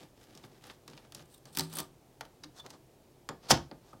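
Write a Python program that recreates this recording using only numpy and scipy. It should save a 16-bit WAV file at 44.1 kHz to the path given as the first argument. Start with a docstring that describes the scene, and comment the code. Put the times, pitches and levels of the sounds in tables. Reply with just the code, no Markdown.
"""Inside an opened laptop

Close up in a quiet room, fingertips brush and tick on the parts. A strip of tape tears off the metal
drive bracket in two runs of small snaps as its glue lets go, and a ribbon cable is folded back with a
faint squeak. Then a part is pressed past its catch, and one loud snap shakes the plastic chassis."""
import sys
import numpy as np
from scipy import signal
from scipy.fft import rfft, irfft
from scipy.io import wavfile

SR = 44100
rng = np.random.default_rng(int(sys.argv[2]) if len(sys.argv) > 2 else 0)


def digitize_waveform(pressure):
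    """Quantize a signal to 16-bit integers and store it at the path in sys.argv[1].

    Rows of a 2-D input are taken as channels; values are limited to [-1, 1].
    """
    field = np.atleast_2d(pressure).T
    bounded = np.clip(field, -1, 1)
    quanta = np.round(bounded * 32767).astype(np.int16)
    wavfile.write(sys.argv[1], SR, quanta)


N = 176400
TIME = np.arange(N) / SR
BAND_EDGES_HZ = np.geomspace(22, 18000, 21)
BAND_CENTRES_HZ = np.sqrt(BAND_EDGES_HZ[1:] * BAND_EDGES_HZ[:-1])


def from_db(db):
    """Decibels to gain."""
    return 10 ** (np.asarray(db) / 20)


def at_hz(curve, hz):
    """Read a curve on a log-frequency axis."""
    freqs, values = np.transpose(curve)
    return np.interp(np.log(hz), np.log(freqs), values)


def band(x, index):
    """One half-octave band."""
    sos = signal.butter(2, BAND_EDGES_HZ[index:index + 2], "band", fs=SR, output="sos")
    return signal.sosfilt(sos, x + 1e-18)


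def low_cut(x, hz):
    """Roll off the bass."""
    return signal.sosfilt(signal.butter(2, hz, "high", fs=SR, output="sos"), x)


def decay(t60):
    """Gain per sample that loses 60 dB in t60 seconds."""
    return np.exp(-np.log(1000) / (t60 * SR))


def impulses(times, heights):
    """Single-sample spikes."""
    return np.bincount((times * SR).astype(int), heights, N)[:N]


def equalise(x, bells):
    """A chain of resonant peaks and dips."""
    for hz, q, db in bells:
        w, gain = 2 * np.pi * hz / SR, from_db(db / 2)
        width, middle = np.sin(w) / (2 * q), -2 * np.cos(w)
        zeros = [1 + width * gain, middle, 1 - width * gain]
        poles = [1 + width / gain, middle, 1 - width / gain]
        x = signal.lfilter(zeros, poles, x)
    return x


def ring(times, hit_db, modes, longest_cycles=170):
    """Each hit sets a body's modes ringing; damping caps their t60, keeping the high ones short."""
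    drive = impulses(times, from_db(hit_db)) + 1e-18
    out = 0
    for k, (hz, db, t60) in enumerate(modes):
        r, w = decay(min(t60, longest_cycles / hz)), 2 * np.pi * hz / SR
        mode = signal.lfilter([0, np.sin(w)], [1, -2 * r * np.cos(w), r * r], drive)
        out += (-1) ** k * from_db(db) * mode
    return out


# where a contact's thump, body, click and sizzle sit: (frequency [Hz])
REGISTERS = [200, 900, 4500, 11000]

def contacts(times, levels, ring_times, crack_share):
    """Each contact is a sharp crack and a dense, dying ring; 0 dB has the energy of 1 ms of white noise."""
    out, white = 0, rng.standard_normal((2, N))
    for k, hz in enumerate(BAND_CENTRES_HZ):
        band_db = [np.interp(np.log(hz), np.log(REGISTERS), row) for row in levels]
        hits = impulses(times, np.sqrt(SR / 1000) * from_db(band_db))
        sustain = decay(at_hz(ring_times, hz)) ** 2
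        power = signal.lfilter([1 - sustain], [1, -sustain], hits ** 2 + 1e-18)
        crack = (-1) ** k * np.sqrt(crack_share) * hits
        tail = np.sqrt((1 - crack_share) * power) * white[k % 2]
        out += band(crack + tail, k)
    return out


def swell(peak_s, rise_s, fall_s):
    """A bell-shaped envelope with its own attack and release."""
    width = np.where(TIME < peak_s, rise_s, fall_s)
    return np.exp(-np.minimum(((TIME - peak_s) / width) ** 2, 50))


def friction(strokes, spectrum, grains_per_s, spread_db, grain_t60, hiss):
    """Tiny uneven slips, each a brief burst, over a smooth hiss; both swell and fade with each stroke."""
    slips = rng.random(N) < grains_per_s / SR
    grains = slips * from_db(spread_db * np.minimum(rng.exponential(1, N), 3.5))
    bursts = signal.lfilter([1], [1, -decay(grain_t60) ** 2], grains ** 2 + 1e-18)
    texture = rng.standard_normal(N) * np.sqrt((bursts / bursts.mean() + hiss ** 2) / (1 + hiss ** 2))
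    envelopes = np.array([swell(*stroke[:3]) for stroke in strokes])
    db, tilt = np.transpose(strokes)[-2:]
    out = 0
    for k, hz in enumerate(BAND_CENTRES_HZ):
        stroke_db = db + tilt * np.log2(hz / REGISTERS[2]) + at_hz(spectrum, hz)
        power = from_db(stroke_db) ** 2 @ envelopes
        out += (-1) ** k * band(texture * np.sqrt(power), k)
    return low_cut(out, hz=140)


# the dark bed of room air: (frequency [Hz], relative level [dB])
AIR_SPECTRUM = [(15, -37), (25, 2), (70, -6.5), (127, 1.5), (185, -6.5), (354, -2.5), (427, -6),
                (818, -10.5), (988, -15.5), (1400, -22), (5880, -26), (14800, -30), (16000, -31.5)]

def room_tone(air_db=-61.5, hum_hz=130, hum_db=-69):
    """Steady soft air and a faint mains hum."""
    hz = np.maximum(np.arange(N // 2 + 1) * SR / N, 1)
    air = irfft(rfft(rng.standard_normal(N)) * from_db(at_hz(AIR_SPECTRUM, hz)), N)
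    hum = np.sin(2 * np.pi * hum_hz * TIME)
    return low_cut(from_db(air_db) * air / air.std() + from_db(hum_db) * hum, hz=30)


# soft fingertip strokes: (peak time [s], rise [s], fall [s], level [dB], tilt [dB/octave])
RUBS = [(.005, 0.017, 0.041, -56, -1), (.175, 0.0058, 0.011, -62.5, -1), (.235, 0.025, 0.012, -58, 1),
        (.35, 0.065, 0.098, -62, -1), (.455, 0.021, 0.012, -61, 4), (.55, 0.035, 0.031, -65, -1),
        (.678, 0.036, 0.043, -55, 0), (.9, 0.016, .018, -59.5, -0.5), (.955, 0.032, 0.044, -61, 0),
        (1.05, 0.023, 0.014, -63, -2), (1.17, 0.02, 0.021, -54.5, 2), (1.225, 0.025, 0.0042, -58.5, 0.5)]
# the warm tone of a rub: (frequency [Hz], level [dB])
RUB_SPECTRUM = [(100, 13), (300, 10), (1100, 1), (2500, 4.5), (4800, -1.5), (8000, -7), (12000, -10),
                (16000, -11)]
# boxy plastic resonances, shared by rubs, taps and snap: (frequency [Hz], Q, gain [dB])
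PLASTIC_EQ = [(198, 9, 0), (526, 11, 4), (760, 8.1, 2.5), (890, 12, 5), (1000, 11, -5), (1176, 7, 3.5),
              (1450, 14, -1), (2410, 1.58, -3.5), (5300, 6.9, 2.5), (15000, 1.4, -6)]

def finger_rubs():
    """Fingertips brush over the parts, and the plastic colours their friction."""
    rubs = friction(RUBS, RUB_SPECTRUM, grains_per_s=300, spread_db=2.5, grain_t60=0.02, hiss=0.68)
    return equalise(rubs, PLASTIC_EQ)


# light ticks on the parts: (time [s], thump [dB], body [dB], click [dB], sizzle [dB])
TAPS = [(0.351, -25, -55, -40, -50), (0.375, -36, -44, -38, -50), (0.439, -22, -31.5, -37, -93),
        (0.6397, -30, -39.5, -38, -53), (0.668, -42, -39, -54, -46), (0.6985, -39, -31, -29.5, -94),
        (0.8786, -23.5, -33.5, -34, -44.5), (0.899, -31, -47, -42, -57), (0.933, -36, -37, -40.5, -69),
        (0.9761, -39, -35, -32, -85), (1.122, -34, -36, -37.5, -45), (1.148, -22, -38.5, -28, -36),
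        (1.194, -23, -39, -38, -70), (1.455, -27, -41, -37, -49.5), (2.209, -27, -20.5, -28, -41),
        (2.252, -35, -34.5, -43.5, -53), (2.4365, -50, -31, -33, -47.5), (2.4435, -21.5, -48, -36, -54),
        (2.663, -45, -30.5, -35, -49), (2.704, -34, -41, -35, -47), (3.2893, -14, -13, -28.5, -38.5),
        (3.713, -18, -23.5, -43, -69), (3.932, -22.5, -32.5, -54.5, -61)]
# the tail of a tap: (frequency [Hz], t60 [s])
TAP_RING = [(150, 0.27), (900, 0.11), (2500, 0.037), (6000, 0.031), (13000, .014)]
# hollow chassis modes, shared by taps and snap: (frequency [Hz], level [dB], t60 before the cap [s])
CHASSIS_MODES = [(76, -37, 0.26), (118, -28, 0.17), (142.6, -24, 0.18), (161.4, -33, 0.31),
                 (224, -30.5, .14), (252, -28, 0.24), (275, -32.5, .26), (296.6, -32.5, .12),
                 (322, -30.5, 0.14), (346.5, -27.5, 0.16), (410, -36.5, .1), (499, -28, 0.069),
                 (540.6, -31, 0.13), (896, -37.5, 0.068), (1066, -33, 0.18), (1216, -34.5, 0.12),
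                 (1450, -37, 0.14), (1550, -35.5, .12)]

def taps():
    """Nails and cable tick on the plastic and the board; each thump softly rings the chassis."""
    rows = np.array(TAPS)
    times, levels = rows[:, 0], rows[:, 1:]
    ticks = low_cut(contacts(times, levels, TAP_RING, crack_share=0.17), hz=120)
    chassis = ring(times, levels[:, 0], CHASSIS_MODES)
    return equalise(ticks, PLASTIC_EQ) + from_db(-10.5) * chassis


# the glue lets go in jerks: (time [s], thump [dB], body [dB], click [dB], sizzle [dB])
TAPE_JERKS = [(1.55, -35, -37, -33.5, -38), (1.555, -36, -43, -34, -44), (1.5657, -35, -30, -39, -38),
              (1.572, -16, -16.5, -16.5, -21.5), (1.5858, -21, -22, -17.5, -21),
              (1.5944, -11, -20.5, -13, -23), (1.607, -17.5, -25, -18, -28), (1.728, -51, -38, -32, -39),
              (1.7368, -31, -31, -38, -33), (1.754, -34, -40, -38, -35), (1.7698, -24.5, -25, -29, -26.5),
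              (1.7862, -25.5, -27.5, -18.5, -24.5), (1.802, -28.5, -20.5, -35, -26.5)]
# the tail of a jerk: (frequency [Hz], t60 [s])
TAPE_RING = [(150, 0.16), (900, 0.11), (2500, 0.021), (6000, 0.02), (13000, 0.016)]
# picking and peeling strokes: (peak time [s], rise [s], fall [s], level [dB], tilt [dB/octave])
PEELS = [(1.257, 0.0021, 0.0039, -65, 0), (1.33, 0.026, 0.033, -63, 0), (1.345, 0.0035, 0.0046, -56, 1.5),
         (1.38, .002, 0.0028, -59, 3), (1.475, 0.012, 0.027, -61, -4), (1.532, 0.0047, 0.01, -56, .5),
         (1.615, 0.037, 0.035, -48.5, -1), (1.7, 0.0037, .006, -59, 2), (1.735, 0.027, 0.018, -52, -2.5),
         (1.765, 0.016, 0.041, -45, -1.5), (1.798, 0.01, 0.0079, -37.5, -1.5),
         (1.831, .002, 0.0043, -54, -4.5)]
# the bright rasp of peeling: (frequency [Hz], level [dB])
PEEL_SPECTRUM = [(100, 5.5), (1100, -1), (2500, -1.5), (4000, 4.5), (5900, -4), (8600, 7), (12000, -9),
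                 (16000, -3)]
# the strip's resonances, and its extra bite while stuck: (frequency [Hz], Q, gain [dB])
TAPE_EQ = [(510, 5.7, -2.5), (880, 9.1, 2), (1194, 22, 8), (2150, 3.4, -4.5), (6800, 6.5, -7), (8670, 4, 4)]
STUCK_EQ = [(4750, 3.1, 5.3)]
# modes of the metal drive bracket: (frequency [Hz], level [dB], t60 before the cap [s])
BRACKET_MODES = [(79, -37, 0.15), (159.8, -25.5, 0.55), (276.7, -26, 0.41), (376.4, -31, 0.25),
                 (769, -28, 0.084), (909, -24, 0.093), (1103, -37, 0.16)]

def tape(comes_free_s=(1.62, 1.73), soak_db=2.5):
    """Tape crackles off in jerks, each plucking the drive bracket, which soaks up some of the thump."""
    rows = np.array(TAPE_JERKS)
    times, levels = rows[:, 0], rows[:, 1:]
    jerks = contacts(times, levels - [soak_db, 0, 0, 0], TAPE_RING, crack_share=0.083)
    jerks = low_cut(jerks, hz=132)
    stuck = np.interp(TIME, comes_free_s, [1, 0])
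    jerks = equalise(jerks * stuck, STUCK_EQ) + jerks * (1 - stuck)
    peel = friction(PEELS, PEEL_SPECTRUM, grains_per_s=1500, spread_db=3, grain_t60=0.0023, hiss=0.64)
    bracket = ring(times, levels[:, 0], BRACKET_MODES)
    return from_db(-2) * equalise(jerks + peel, TAPE_EQ) + bracket


# squeaks, pings and low rings: (time [s], pitch [Hz], half length [s], level [dB])
SQUEAKS = [(1.346, 3750, 0.0042, -59), (1.7585, 9300, 0.00095, -30), (2.440, 4790, 0.0051, -47.5),
           (2.441, 3850, 0.005, -47), (2.438, 5720, .0035, -51), (2.464, 302, .016, -52),
           (2.602, 3500, 0.0067, -43.5), (3.291, 7030, 0.00084, -35.5), (3.714, 4370, 0.00051, -41.5),
           (3.933, 1238, 0.0031, -46.5)]

def squeaks(bandwidth_share=0.005):
    """Cable and plastic give short, narrow chirps whose pitch trembles at random."""
    tremble = np.cumsum(rng.standard_normal(N))
    out = 0
    for time, hz, half_s, db in SQUEAKS:
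        phase = 2 * np.pi * hz * TIME + np.sqrt(2 * np.pi * bandwidth_share * hz / SR) * tremble
        out += from_db(db) * swell(time, half_s, half_s) * np.sin(phase)
    return out


# moves of the cable: (peak time [s], rise [s], fall [s], level [dB], tilt [dB/octave])
CABLE_SLIDES = [(2.597, 0.026, 0.0085, -53.5, 0), (2.655, 0.011, 0.015, -61, -4.5),
                (2.708, 0.0086, 0.0058, -55, -0.5), (2.738, 0.011, 0.017, -59.5, -3),
                (3.9, 0.048, 0.028, -66, -1.5)]
# the tone of its swish: (frequency [Hz], level [dB])
CABLE_SPECTRUM = [(150, 2.5), (1200, 7), (2400, -7), (3600, 1.5), (5200, 3), (8000, -4), (16000, -21)]

def ribbon_cable():
    """The smooth cable slides with a fine-grained swish as it is bent."""
    return friction(CABLE_SLIDES, CABLE_SPECTRUM,
                    grains_per_s=2500, spread_db=3.5, grain_t60=0.0051, hiss=1.0)


# the edge drags on its catch: (peak time [s], rise [s], fall [s], level [dB], tilt [dB/octave])
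SCRAPES = [(3.511, 0.0052, 0.0092, -21, -1), (3.5025, 0.003, .003, -34.5, 3.5),
           (3.493, 0.0045, .006, -41.5, -1.5), (3.46, 0.024, 0.033, -60, -3.5)]
# the gritty tone of that scrape: (frequency [Hz], level [dB])
SCRAPE_SPECTRUM = [(200, 3.5), (1200, 2.5), (2500, 2), (4000, 6.5), (5600, 4), (8000, -2), (12000, -5),
                   (16000, -15.5)]
# the snap, first slip to last rattle: (time [s], thump [dB], body [dB], click [dB], sizzle [dB])
SNAP_HITS = [(3.4988, -26, -24, -24.5, -38), (3.505, -28, -24, -26.5, -20), (3.5066, -7.5, 2, -20.5, -20.5),
             (3.5117, -10, -11, -8, -17), (3.5155, -12.5, -10, -13, -22.5), (3.5212, -2.5, -10, -18.5, -30),
             (3.5315, -19.5, -18, -24, -40), (3.5369, -11.5, -25, -28.5, -46),
             (3.5404, -20.5, -21, -17.5, -38.5), (3.5504, -26, -19.5, -29, -46.5),
             (3.574, -19, -27, -31, -52)]
# the tight tail of each hit: (frequency [Hz], t60 [s])
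SNAP_RING = [(150, 0.033), (900, 0.014), (2500, 0.047), (6000, 0.028), (13000, 0.014)]
# the catch jumps two notches: (time [s], level [dB])
NOTCHES = [(3.5116, 0), (3.5157, -1.5)]
# ping of the catch, dry knock of the panel under it: (frequency [Hz], level [dB], t60 [s])
CATCH_MODES = [(4610, -12.5, 0.006), (5660, -3.5, 0.0038), (5670, -24, .03)]
PANEL_MODES = [(511, -21, .028), (793, -18.5, .022), (1350, -14.5, 0.0098)]

def snap():
    """A part scrapes past its catch, breaks free with two cracks and rattles while the chassis booms."""
    rows = np.array(SNAP_HITS)
    times, levels = rows[:, 0], rows[:, 1:]
    hits = low_cut(contacts(times, levels, SNAP_RING, crack_share=0.15), hz=108.9)
    scrape = friction(SCRAPES, SCRAPE_SPECTRUM,
                      grains_per_s=2700, spread_db=0.5, grain_t60=0.003, hiss=0.65)
    boom = ring(times, levels[:, 0], CHASSIS_MODES)
    knock = ring(times, levels[:, 1], PANEL_MODES)
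    notch_times, notch_db = np.transpose(NOTCHES)
    cracks = ring(notch_times, notch_db, CATCH_MODES)
    return from_db(-0.5) * equalise(hits + scrape, PLASTIC_EQ) + boom + knock + cracks


# the room's decay: (frequency [Hz], t60 [s])
ROOM_DECAY = [(150, 0.29), (900, 0.25), (4500, 0.22), (8000, 0.22), (13000, 0.22)]
# reverb send: (frequency [Hz], level [dB])
ROOM_SEND = [(150, -7.5), (900, -10.5), (4500, -12.5), (13000, -21.5)]

def room_reverb(x, build_up_s=0.0056):
    """A short diffuse tail, duller as it dies."""
    n = np.arange(SR // 2)
    white, response = rng.standard_normal((2, len(n))), 0
    build_up = 1 - np.exp(-(n / (build_up_s * SR)) ** 2)
    for k, hz in enumerate(BAND_CENTRES_HZ):
        envelope = build_up * decay(at_hz(ROOM_DECAY, hz)) ** n
        tail = band(white[k % 2] * envelope / np.linalg.norm(envelope), k)
        response += from_db(at_hz(ROOM_SEND, hz)) * tail
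    return signal.fftconvolve(x, response)[:N]


def scene():
    """All the handling and its reverb over the room tone, in mono."""
    handling = finger_rubs() + taps() + tape() + squeaks() + ribbon_cable() + snap()
    return (handling + room_reverb(handling) + room_tone())[None]


def record(dry, cutoff_hz=16000):
    """A steep high cut on the mix."""
    return signal.sosfilt(signal.ellip(10, .2, 75, cutoff_hz, fs=SR, output="sos"), dry)


dry = scene()
out = record(dry)
digitize_waveform(out)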